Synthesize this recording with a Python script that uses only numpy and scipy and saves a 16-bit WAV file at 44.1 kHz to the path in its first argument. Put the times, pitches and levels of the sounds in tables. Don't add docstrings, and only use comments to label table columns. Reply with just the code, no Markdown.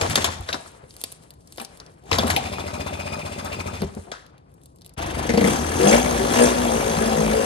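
import sys
import numpy as np
from scipy import signal
from scipy.fft import rfft, irfft, next_fast_len
from scipy.io import wavfile
from scipy.ndimage import uniform_filter1d

SR = 44100
rng = np.random.default_rng(int(sys.argv[2]) if len(sys.argv) > 2 else 0)


def nominal_scale(level):
    x = np.asarray(level, float) / 20
    return 10 ** x


def transcribe(u):
    v = np.clip(np.atleast_2d(u).T, -1, 1)
    q = np.round(v * 32767).astype(np.int16)
    wavfile.write(sys.argv[1], SR, q)


N = 328545
T = np.arange(N) / SR

# t/s, turns made
COAST_TURNS = [(2.37, 0), (2.448, 1), (2.733, 5), (3.445, 16), (3.59, 18), (3.66, 19), (3.732, 20),
               (3.83, 21)]
# t/s, turns made
CATCH_TURNS = [(4.934, 0), (5.265, 8), (5.293, 9), (5.335, 10), (5.373, 11), (5.44, 13), (5.5, 15)]
# t/s, speed/(turns per s), pull as level of the fourth multiple/dB
SPEED = [(5.5, 35.4, -32), (5.56, 36.2, -40), (5.74, 40.3, -42), (5.87, 50.3, -21), (5.955, 58.2, -18),
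         (6.0, 62, -33), (6.04, 62.8, -33), (6.1, 60.2, -30), (6.21, 55, -30), (6.31, 57.5, -38),
         (6.42, 60.1, -19), (6.49, 62.3, -34), (6.54, 62, -33), (6.76, 56.6, -27), (6.8, 55.7, -40),
         (7.08, 55, -29), (7.35, 54.4, -29), (7.45, 54.6, -34)]
# f/Hz, width/Hz, level/dB
COAST_PIPE = [(162, 85, -5), (276.5, 38, -5), (380, 69, -10), (612, 20, 0), (745, 160, -8), (923, 150, -6),
              (1259, 16, 1)]
RUN_PIPE = [(148, 24, -9.5), (233, 39, -5.5), (315, 143, -11), (368, 44, -5.5), (455, 50, -16),
            (571.5, 43, -8.5), (653, 44, -11), (776, 82, -8.5), (910, 126, -10), (1250, 240, -15.5)]
# f/Hz, width/Hz, level/dB
COAST_FINS = [(2040, 77, -5), (2470, 110, -2.5), (2700, 62, -2), (3480, 90, -4), (4960, 55, -4),
              (5980, 82, -10), (8490, 260, -12)]
RUN_FINS = [(1720, 94, 0), (2280, 85, -2), (2720, 84, -1), (3320, 150, -6), (4950, 92, -5), (5990, 110, -1),
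            (6210, 150, 0), (7580, 68, -3), (8550, 90, -7), (9010, 150, -4), (9360, 120, -5),
            (9750, 46, -7)]
# f/Hz, level/dB per Hz
COAST_HISS = [(590, -44), (1000, -2.5), (1870, -15), (2430, -8.5), (2970, -18), (3520, -13.5),
              (12500, -23.5)]
RUN_HISS = [(590, -26), (1000, -10.5), (1540, -6), (3270, -10.5), (4390, -12), (9100, -15), (12500, -16)]
# pumping/dB, exhaust/dB, clatter/dB, turbulent share/0-1
COAST_IDLE = (-40, -36.5, -40.5, 0.65)
RUN_IDLE = (-35, -27, -31.5, 0.7)
# t/s, hold/s, level/dB
COAST_HOLD = [
    (2.46, 1.16, 0.55),
    (3.66, 0.12, -1.2),
]
# t/s, load/dB
WARM = [(4.97, -2), (5.0, -4.5), (5.3, -1), (5.56, -3.5), (5.72, -3), (6.03, 0), (7.45, -1.5)]
# t/s, hold/s, load/dB
SURGES = [
    (5.47, 0.031, 3.5),
    (5.885, 0.068, 5.5),
    (6.36, 0.11, 5),
]
# t/s, crack level/dB, pipe thump level/dB, thump f/Hz
FIRINGS = [
    (5.292, -16.5, -9, 233),
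    (5.338, -26, -7, 189),
    (5.374, -16, -3.5, 226),
    (5.411, -23.5, -5.5, 207),
    (5.442, -17.5, -3.5, 198),
    (5.475, -39, -6, 213.6),
]
# t/s, steady share
BLUR = [(5.27, .5), (5.55, 1.5)]
# multiple, level/dB relative to the fourth at full pull
ORDERS = [(1, -26), (2, -19), (3, -17), (4, 0), (5, -18), (6, -13), (7, -11), (8, -7), (9, -10), (10, -7),
          (11, -12), (12, -13), (14, -11), (15, -14)]
# t/s, level/dB
SETTLED = [(6.6, -1), (7.05, 1)]
# t/s, hold/s, level/dB
STARTER = [
    (4.99, 0.22, -37),
]
# t/s, hold/s, frame/dB, panels/dB relative to frame, gear/dB relative to panels
KICKS = [
    (0.0, 0.18, -34, -1, -1.5),
    (0.15, 0.12, -36.5, 2.5, 0.5),
    (0.486, 0.041, -48, 6.5, -2),
    (.6, 0.073, -57.5, -3.5, -4.5),
    (2.144, 0.22, -32.5, 0.5, -4),
    (3.805, 0.013, -36.5, -6, -5),
]
# f/Hz, level/dB per Hz
RASP = [(18, -48), (30, -29), (81, 4), (319, -11), (756, 0), (1320, -8.5), (3840, -14.5), (4950, -16.5),
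        (6720, -16), (13000, -27.5)]
# t/s, peak level/dB, body/dB relative to peak, ring f/Hz, edge/dB relative to peak
CLANKS = [(0.0117, -15.5, -1.5, 2475, -12.5), (0.0972, -19, -19.5, 1370, -4), (0.114, -25, -16, 1347, -6),
          (0.1552, -12.5, -1.5, 3340, -1.5), (0.156, -4, -33, 6320, -29), (0.012, -11, -31, 6750, -15.5),
          (0.2432, -6.5, -32.5, 6800, -15.5), (1.0383, -25.5, -24, 4700, -7),
          (4.12, -34.5, -1, 1250, -18.5), (0.1753, -17.5, 4.5, 1560, -20), (0.2426, -10, -4, 3270, -7),
          (0.488, -20.5, -2, 1610, -19.5), (0.528, -14, -35, 3800, -15.5),
          (0.5428, -20.5, 2.5, 3850, -15.5), (0.659, -43, 6, 1300, -13), (0.8378, -59, 15, 1840, -14),
          (1.5809, -26.5, -4.5, 1740, -10), (1.5986, -23, -5.5, 2370, -9), (1.6139, -29.5, -0.5, 1370, 0),
          (2.114, -10.5, -3.5, 2570, -16), (2.1285, -9, -23.5, 2050, -18.5),
          (2.1846, -6, -4.5, 3470, -13.5), (2.2333, -25, 4.5, 2720, -8), (2.2693, -34, -10, 3470, 6),
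          (2.2782, -23.5, -22.5, 4000, -0.5), (2.301, -12.5, -19.5, 2180, -6),
          (2.315, -26.5, -12, 3800, -2.5), (2.3628, -7, -11.5, 2520, -9.5), (2.5829, -35, 10.5, 1380, -6),
          (2.704, -39, 10.5, 2446, -13), (3.446, -32.5, -7, 2640, 1.5), (3.72, -44, -4, 2440, -19),
          (3.818, -21, -5, 2050, -8.5), (4.116, -23.5, -3, 1670, -33)]
# t/s, peak level/dB, edge/dB relative to peak
TICKS = [(0.9076, -30, -23), (0.9405, -36, -11), (0.966, -28.5, -9), (1.0146, -23.5, -3), (1.0386, -10, -8),
         (1.1188, -29, -5.5), (1.1235, -28.5, -2.5), (1.2249, -42, -14), (1.3059, -30, -8.5),
         (1.3386, -50, 2), (1.4738, -31, -16), (1.5237, -28, -6.5), (1.5601, -35.5, -6.5),
         (1.5746, -29.5, -9), (1.6486, -19, -12.5), (1.7736, -37, -8.5), (1.8007, -21, -26),
         (1.8635, -31.5, -34), (2.093, -49, -20), (3.95, -30.5, -12), (4.2646, -35.5, -18),
         (4.38, -39.5, -17), (2.1842, -18, -32), (4.6352, -50, 3), (4.6582, -38.5, -3), (4.7599, -43, -7),
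         (4.8188, -31.5, -16.5), (0.4085, -39.5, 0.5), (0.6669, -47, -4), (0.7168, -46.5, -1.5),
         (1.2365, -41, -10.5), (1.4081, -46, -14), (1.4589, -53, -13), (1.9179, -48, -10.5),
         (1.94, -49.5, -7), (2.039, -46, -12.5), (2.0571, -56.5, -2.5), (4.308, -59, -19),
         (4.4931, -64, -5), (4.5165, -57, -3), (4.5409, -53, 3), (4.6153, -47, -8), (4.7864, -47, -13),
         (4.811, -38, -16), (4.857, -35, -12), (4.876, -38, -13), (4.8469, -31, -17), (4.8627, -31, -6),
         (4.8938, -32, -13), (4.9375, -47.5, 1.5)]
# t/s, peak level/dB, f/Hz, upper f/Hz, 60 dB fade/s
THUDS = [(0.02, -6.5, 106, 448, 0.051), (0.088, -25, 91.5, 420, 0.13), (0.176, -17, 220, 532, 0.14),
         (0.397, -31, 82.5, 342, 0.087), (0.831, -34, 121, 543, 0.15), (0.488, -16.5, 1654, 1245, 0.081),
         (1.605, -29, 227, 786, 0.16), (2.367, -13.5, 770, 768, 0.13), (2.119, -13.5, 89.5, 455, 0.11),
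         (2.187, -9.5, 213, 523, 0.069), (2.244, -5.5, 238, 375, 0.048), (2.318, -17, 90, 310, 0.076),
         (3.82, -7, 199, 415, 0.056), (3.835, -18, 146, 382, 0.1), (3.835, -18, 73.4, 398, 0.12),
         (3.966, -17.5, 210, 410, 0.072), (3.986, -20, 85, 420, 0.068), (4.077, -52, 64.3, 349, 0.12),
         (.398, -20.5, 67, 92, 0.16),
]
# t/s, peak level/dB, f/Hz, upper f/Hz, 60 dB fade/s
RINGS = [(4.117, -29, 1292, 1637, .07), (4.13, -36, 624, 1502, .12), (4.118, -34, 3300, 3774, .05),
         (4.339, -45, 1250, 800, .06), (1.0385, -17, 5000, 4400, .015), (.487, -28, 3900, 3100, .04),
         (.49, -28, 630, 1276, .08), (.245, -19, 720, 1000, .08), (.35, -34, 900, 1200, .04),
         (.528, -25, 5900, 3700, .03), (.838, -38, 500, 560, .08), (3.968, -36, 1200, 2100, .05),
         (2.114, -16, 2380, 2050, .05)]
# t/s, length/s, first f/Hz, last f/Hz, level/dB
CREAKS = [
    (2.029, 0.066, 347, 447, -49.5),
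    (4.064, 0.06, 328, 407, -44),
]
# t/s, hold/s, level/dB
SCUFFS = [(.736, 0.032, -53), (1.0, 0.24, -58), (1.6, 0.27, -57.5), (3.9, 0.017, -52), (4.075, 0.033, -53),
          (4.2, 0.16, -61), (4.89, 0.016, -65), (4.4, 0.12, -66)]
# t/s, hold/s, level/dB
SWISHES = [(1.04, 0.02, -49.5), (1.583, 0.027, -54.5), (1.85, .05, -69), (3.98, 0.0374, -59.5),
           (6.5, 0.06, -64.5), (4.61, 0.084, -71.5), (3.6, .05, -70), (0.14, .03, -50.5), (0.57, .05, -53)]
# f/Hz, level/dB per Hz
CLOTH = [(240, -32), (400, 7.5), (1990, -7), (4620, -8), (6460, -6.5), (9570, -1.5), (13000, -17)]
# f/Hz, phase/radians
PORT_LEAD = [(0, 0), (220, .65), (380, 1.4), (900, 2.8), (2500, 3.6), (4000, 6.4), (5200, 9.4), (7000, 7.8),
             (9400, 2 * np.pi), (11100, 2 * np.pi), (13300, np.pi), (14700, np.pi), (15300, 3.11)]
# f/Hz, level/dB
PORT_TILT = [(60, 1), (200, 3), (700, 7), (1300, 4), (4400, 4), (7000, 2), (8300, 0), (16000, 0)]
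# f/Hz, level/dB per Hz
SHED = [(15, -56.5), (25, -25), (53, -4), (92, -8), (172, -6.5), (196, -17), (286, -15), (1160, -27.5),
        (2570, -60), (5000, -45.5), (6500, -61.5), (11000, -120)]

RUN_S = CATCH_TURNS[-1][0]
CHANGE_S, FADE_S = 4.963, 0.016
PUMP_PER_DB, CLATTER_PER_DB = -0.5, 1.03
CLEAN_PER_DB = .035


def running():
    speed = np.interp(T, *np.transpose(SPEED)[:2]) * (T > RUN_S)
    speed = speed * flicker(50, .1)
    turns = np.interp(T, *np.transpose(CATCH_TURNS)) + np.cumsum(speed) / SR
    lumps_db = 1.6 * np.cos(np.pi * turns) * (T < FIRINGS[1][0])
    load_db = np.interp(T, *np.transpose(WARM)) + lumps_db
    load_db = np.maximum(load_db, swell(SURGES, rise_db_s=57, fall_db_s=79))
    shakes = [(s, .008, 8.5 + 0.45 * crack_db) for s, crack_db, _, _ in FIRINGS]
    load_db = np.maximum(load_db, swell(shakes, rise_db_s=2800, fall_db_s=250))
    hunt = engine(turns, (4.975, 7.5), RUN_IDLE, load_db, RUN_PIPE, RUN_FINS, RUN_HISS,
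                  scatter_db=-1.5, thump_hz=72.0, puff=.45, steady=np.interp(T, *np.transpose(BLUR)),
                  reed_db=8, pop_db=3.0, ring_db=-4, boom=(234.5, 65.0, -18.5, 2.0), rumble=0.62)
    return hunt + np.array([bangs() + starter(), orders(turns)])


def coasting():
    turns = np.interp(T, *np.transpose(COAST_TURNS))
    load_db = swell(COAST_HOLD, rise_db_s=63, fall_db_s=194)
    return engine(turns, (2.4, 3.8), COAST_IDLE, load_db, COAST_PIPE, COAST_FINS, COAST_HISS,
                  scatter_db=2.1, thump_hz=90.0, puff=0.38, steady=0.42,
                  reed_db=0.5, pop_db=-5.5, ring_db=-2.5, boom=(595, 48, -5.5, .93), rumble=.5)


def engine(turns, span, idle, load_db, pipe, fins, hiss, scatter_db, thump_hz, puff, steady,
           reed_db, pop_db, ring_db, boom, rumble):
    size = nominal_scale(scatter_db * rng.standard_normal((2, 400)))[:, turns.astype(int)]
    per_second = 1 / np.sqrt(np.gradient(turns) * SR + 5)
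    pulses = size[0] * once_a_turn(turns)
    reed = nominal_scale(reed_db) * size[1] * once_a_turn(turns + 0.29)
    soft = int(.0008 * SR)
    knocks = uniform_filter1d(uniform_filter1d((pulses + reed) * per_second, soft), int(.0008 * SR / 2))
    phase = turns % 1
    burst = steady + size[0] * np.exp(-(phase / puff) ** 3) * (1 - np.exp(-phase / 0.099))
    on = uniform_filter1d(1. * ((T > span[0]) & (T < span[1])), size=441)

    pump_db, exhaust_db, clatter_db, share = idle
    pump_gain = 0.89 * nominal_scale(pump_db + PUMP_PER_DB * load_db)
    exhaust_gain = nominal_scale(exhaust_db + load_db)
    clatter_gain = nominal_scale(clatter_db + CLATTER_PER_DB * load_db)
    share = np.clip(share - CLEAN_PER_DB * load_db, 0, .95)
    mixed = pump_gain * crankcase(pulses * per_second, thump_hz, rumble, on)
    mixed = mixed + exhaust_gain * exhaust(knocks, burst, pipe, pop_db, share, on)
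    mixed = mixed + clatter_gain * clatter(burst, hiss, fins, ring_db, load_db, on)

    boom_hz, width, boom_db, lag = boom
    late = np.sqrt(size[1]) * once_a_turn(np.maximum(turns - lag, 0)) * per_second
    pull = np.sqrt(exhaust_gain / exhaust_gain.max())
    sung = nominal_scale(boom_db) * pull * unit(ring(ring(late, boom_hz, width), boom_hz, width) * on)
    live = np.sqrt(np.mean(on))
    return live * np.array([mixed, exhaust_gain * sung])


def once_a_turn(turns):
    return np.diff(np.floor(turns), prepend=0)


def crankcase(pulses, hz, rumble, on):
    thump = unit(ring(ring(pulses, hz, 67), hz, 100) * on)
    noise = rng.standard_normal(N)
    return thump + rumble * unit(ring(ring(noise, hz, 65), hz, 65) * on)


def exhaust(knocks, burst, pipe, pop_db, share, on):
    pops = unit(ring(ring(knocks, 270, 770), 283, 990) * on)
    beats = unit(unit(body(knocks, pipe) * on) + nominal_scale(pop_db) * pops)
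    gas = unit(body(burst * rng.standard_normal(N), pipe) * on)
    return np.sqrt(1 - share) * beats + np.sqrt(share) * gas


def clatter(burst, hiss, fins, ring_db, load_db, on):
    metal = colour(burst * grit(2, 1500) * on, hiss, 1300, 16000)
    ringing = unit(sum(nominal_scale(db) * flicker(24, 4.0) * ring(metal, hz, 0.51 * width) for hz, width, db in fins))
    return unit(metal + nominal_scale(ring_db + .9 * np.maximum(load_db, 0)) * ringing)


def orders(turns):
    full_db = -18.5
    pull_db = np.interp(T, *np.transpose(SPEED)[::2]) - full_db
    fill_db = np.interp(T, *np.transpose(SETTLED))
    hum = np.zeros(N)
    for k, db in ORDERS:
        share = .3 if k < 4 else .9 if k > 4 else 1
        level_db = full_db + db + share * pull_db + fill_db * (1 < k < 4)
        waver = flicker(28, 5.5 * (.5 if k == 4 else 1))
        hum += nominal_scale(level_db) * waver * np.sin(2 * np.pi * (k * turns + rng.random()))
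    return np.sqrt(2) * hum * np.clip((T - RUN_S) * 50, 0, 1)


def bangs():
    thumps = [(s, db, hz, 468, 0.12) for s, _, db, hz in FIRINGS]
    cracks = [(s, db, -8, -28, 2050, 0.22) for s, db, _, _ in FIRINGS]
    return thuds(thumps, upper=0.9) + hits(cracks, crack_s=0.0013, crack_db=10.5, ring_db=20.0, width=130)


def starter():
    rasp = flicker(35, 2.5) * colour(grit(3, 400), RASP, 700, 3600)
    return nominal_scale(swell(STARTER, rise_db_s=300, fall_db_s=60)) * rasp


def kicks():
    frame = flicker(14, 2.77) * colour(rng.standard_normal(N), RASP, 20, 290)
    panels = flicker(40, 3.0) * colour(grit(3, 300), RASP, 200, 1500)
    gear = flicker(60, 3.0) * colour(grit(3, 600), RASP, 1500, 16000)
    out = np.zeros(N)
    for count, part in ((3, frame), (4, panels), (5, gear)):
        strokes = [(row[0], row[1], sum(row[2:count])) for row in KICKS]
        out += nominal_scale(swell(strokes, rise_db_s=321, fall_db_s=101)) * part
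    return out


def knocks_and_ticks():
    clanks = []
    for s, db, body_db, hz, edge_db in CLANKS:
        t60 = 0.095 * 0.88 ** np.log2(hz / 2000)
        clanks.append((s, db, body_db, edge_db, hz, t60))
    ticks = [(s, db, -8, edge_db + 12.0, 4600, .025) for s, db, edge_db in TICKS]
    stand = [(4.122, -41, -20, -30, hz, .4) for hz in (1290, 1500, 1650)]
    out = hits(clanks, crack_s=.003, crack_db=5, ring_db=6, width=200)
    out = out + hits(ticks, crack_s=0.0001, crack_db=13.0, ring_db=5.5, width=2000)
    return out + hits(stand, crack_s=.003, crack_db=-6, ring_db=20, width=90)


def hits(events, crack_s, crack_db, ring_db, width):
    length = 8192
    clang, edge, dull, rings = np.zeros((4, N + length))
    t = np.arange(length) / SR
    for s, db, body_db, edge_db, hz, t60 in events:
        shape = nominal_scale(-60 * t / t60) + nominal_scale(crack_db) * np.exp(-t / crack_s)
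        onset = 1 - np.exp(-9 * t / crack_s)
        blow = nominal_scale(db) * rng.standard_normal(length) * shape / shape[0] * onset
        i = int(s * SR)
        clang[i:i + length] += blow
        edge[i:i + length] += nominal_scale(edge_db + 1.5) * blow
        dull[i:i + length] += nominal_scale(body_db + 12) * blow
        rings[i:i + length] += nominal_scale(ring_db) * ring(blow, hz, width)
    out = rings
    for x, band in ((dull, [300, 1500]), (clang, [1500, 5500]), (edge, [5500, 15500])):
        out = out + signal.sosfilt(signal.butter(2, band, "band", fs=SR, output="sos"), x)
    return out[:N]


def thuds(events, upper=0.7):
    length = 8192
    out, t = np.zeros(N + length), np.arange(length) / SR
    for s, db, hz, upper_hz, t60 in events:
        modes = np.sin(2 * np.pi * hz * t) + upper * np.sin(2 * np.pi * upper_hz * t)
        fade = nominal_scale(db - 60 * t / t60) * (1 - np.exp(-t / 0.0014))
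        i = int(s * SR)
        out[i:i + length] += 0.47 * fade * modes
    return out[:N]


def creaks():
    out = np.zeros(N)
    for s, length, first_hz, last_hz, db in CREAKS:
        along = np.clip((T - s) / length, 0, 1)
        phase = 2 * np.pi * np.cumsum(first_hz + (last_hz - first_hz) * along) / SR
        tone = np.sin(phase) + .7 * np.sin(2 * phase)
        out += nominal_scale(db) * np.sin(np.pi * along) ** .5 * tone
    return out * flicker(120, 2.1)


def rustle():
    scuff = flicker(30, 2.5) * colour(grit(4, 200), CLOTH, 400, 2500)
    swish = flicker(45, 2.5) * colour(grit(5, 300), CLOTH, 2500, 16000)
    scuff_gain = nominal_scale(swell(SCUFFS, rise_db_s=92, fall_db_s=72))
    swish_gain = nominal_scale(swell(SWISHES, rise_db_s=92, fall_db_s=72))
    return scuff_gain * scuff + swish_gain * swish


def wide(x):
    middle = signal.sosfilt(signal.butter(8, [230, 8900], "band", fs=SR, output="sos"), x)
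    middle = middle + 0.52 * ring(middle, 5700, 1000) + 0.36 * ring(middle, 1490, 600)
    k = int(SR / 320)
    slip = uniform_filter1d(np.repeat(2 * np.pi * rng.random(N // k + 1), k), k)[:N]
    again = np.real(signal.hilbert(middle, next_fast_len(N))[:N] * np.exp(2j * slip))
    return nominal_scale(-5.5 + np.array([[1.5], [-1.5]])) * again


def ports(x):
    size = next_fast_len(N + 4096)
    f = np.arange(size // 2 + 1) * SR / size
    tilt_db = np.interp(f, *np.transpose(PORT_TILT))
    lead = np.interp(f, *np.transpose(PORT_LEAD))
    half = nominal_scale(tilt_db / 2) * np.exp(.5j * lead)
    return np.array([irfft(rfft(x, size) * h, size)[:N] for h in (half, 1 / half)])


def room(x):
    t = np.arange(SR // 2) / SR
    fall = sum(nominal_scale(db) * nominal_scale(-60 * t / t60) / np.sqrt(t60) for db, t60 in ((-14, .04), (-10, .5)))
    fall = fall * np.sqrt(2 * np.log(1000) / SR) * (t > 1 / 1000)
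    shared, left, right = rng.standard_normal((3, len(t))) * fall
    bass = signal.butter(2, 200, fs=SR, output="sos")
    upper = signal.butter(4, [200, 6000], "band", fs=SR, output="sos")
    out = []
    for side, db in ((left, 1.6), (right, -1.6)):
        tail = signal.sosfilt(bass, shared) + nominal_scale(db) * signal.sosfilt(upper, side)
        out.append(signal.fftconvolve(x, tail)[:N])
    return np.array(out)


def shed():
    near, far = (flicker(4.3, 0.45) * colour(rng.standard_normal(N), SHED, lo, 14000) for lo in (20, 250))
    return nominal_scale(-53.5) * (ports(near) + .3 * far * np.array([[1], [-1]]))


def unit(x):
    return x / np.sqrt(np.mean(x ** 2))


def colour(x, table, lo_hz, hi_hz):
    size = next_fast_len(N)
    f = np.arange(size // 2 + 1) * SR / size + 1
    hz, db = np.transpose([row for row in table if row[0] < 13500])
    edges = 1 / np.sqrt((1 + (lo_hz / f) ** 6) * (1 + (f / hi_hz) ** 6))
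    gain = nominal_scale(np.interp(np.log(f), np.log(hz), db)) * edges
    return unit(irfft(rfft(x, size) * gain, size)[:N])


def ring(x, hz, width):
    return signal.lfilter(*signal.iirpeak(hz, hz / width, fs=SR), x)


def body(x, modes):
    return sum((-1) ** k * nominal_scale(db) * ring(x, hz, width) for k, (hz, width, db) in enumerate(modes))


def grit(spread_db, density):
    clicks = (rng.random(N) < density / SR) * nominal_scale(spread_db * np.minimum(rng.exponential(size=N), 2))
    return unit(rng.standard_normal(N) * (1 + 2 * clicks))


def flicker(rate, depth_db):
    k = int(SR / rate)
    steps = np.repeat(rng.standard_normal(N // k + 1), k)
    return nominal_scale(depth_db * 1.356 * uniform_filter1d(steps, k)[:N])


def swell(events, rise_db_s, fall_db_s):
    levels = []
    for s, hold, db in events:
        rise = rise_db_s * np.maximum(s - T, 0)
        fall = fall_db_s * np.maximum(T - s - hold, 0)
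        levels.append(db - rise - fall)
    return np.max(levels, axis=0)


def scene():
    chugs, whine = coasting()
    first = chugs + kicks() + rustle() + creaks()
    first = first + thuds(THUDS + RINGS) + knocks_and_ticks()
    fade = np.clip((T - CHANGE_S) / FADE_S, -1, 1)
    before, after = np.maximum(-fade, 0), np.maximum(fade, 0)
    direct, clean = before * np.array([first, whine]) + after * running()
    near = ports(direct + clean) + wide(direct)
    echoes = np.abs(fade) * room(direct + 0.56 * clean)
    return near + echoes + (np.abs(fade) + 0.032) * shed()


def roll_off(x):
    return signal.sosfilt(signal.butter(12, 16520, fs=SR, output="sos"), x)


def record(dry):
    x = signal.sosfilt(signal.butter(4, 46, "high", fs=SR, output="sos"), dry)
    x = np.tanh(0.88 * x) / 0.77
    mix = signal.sosfilt(signal.ellip(8, .2, 50, 15800, fs=SR, output="sos"), x)
    return roll_off(mix)


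dry = scene()
out = record(dry)
transcribe(out)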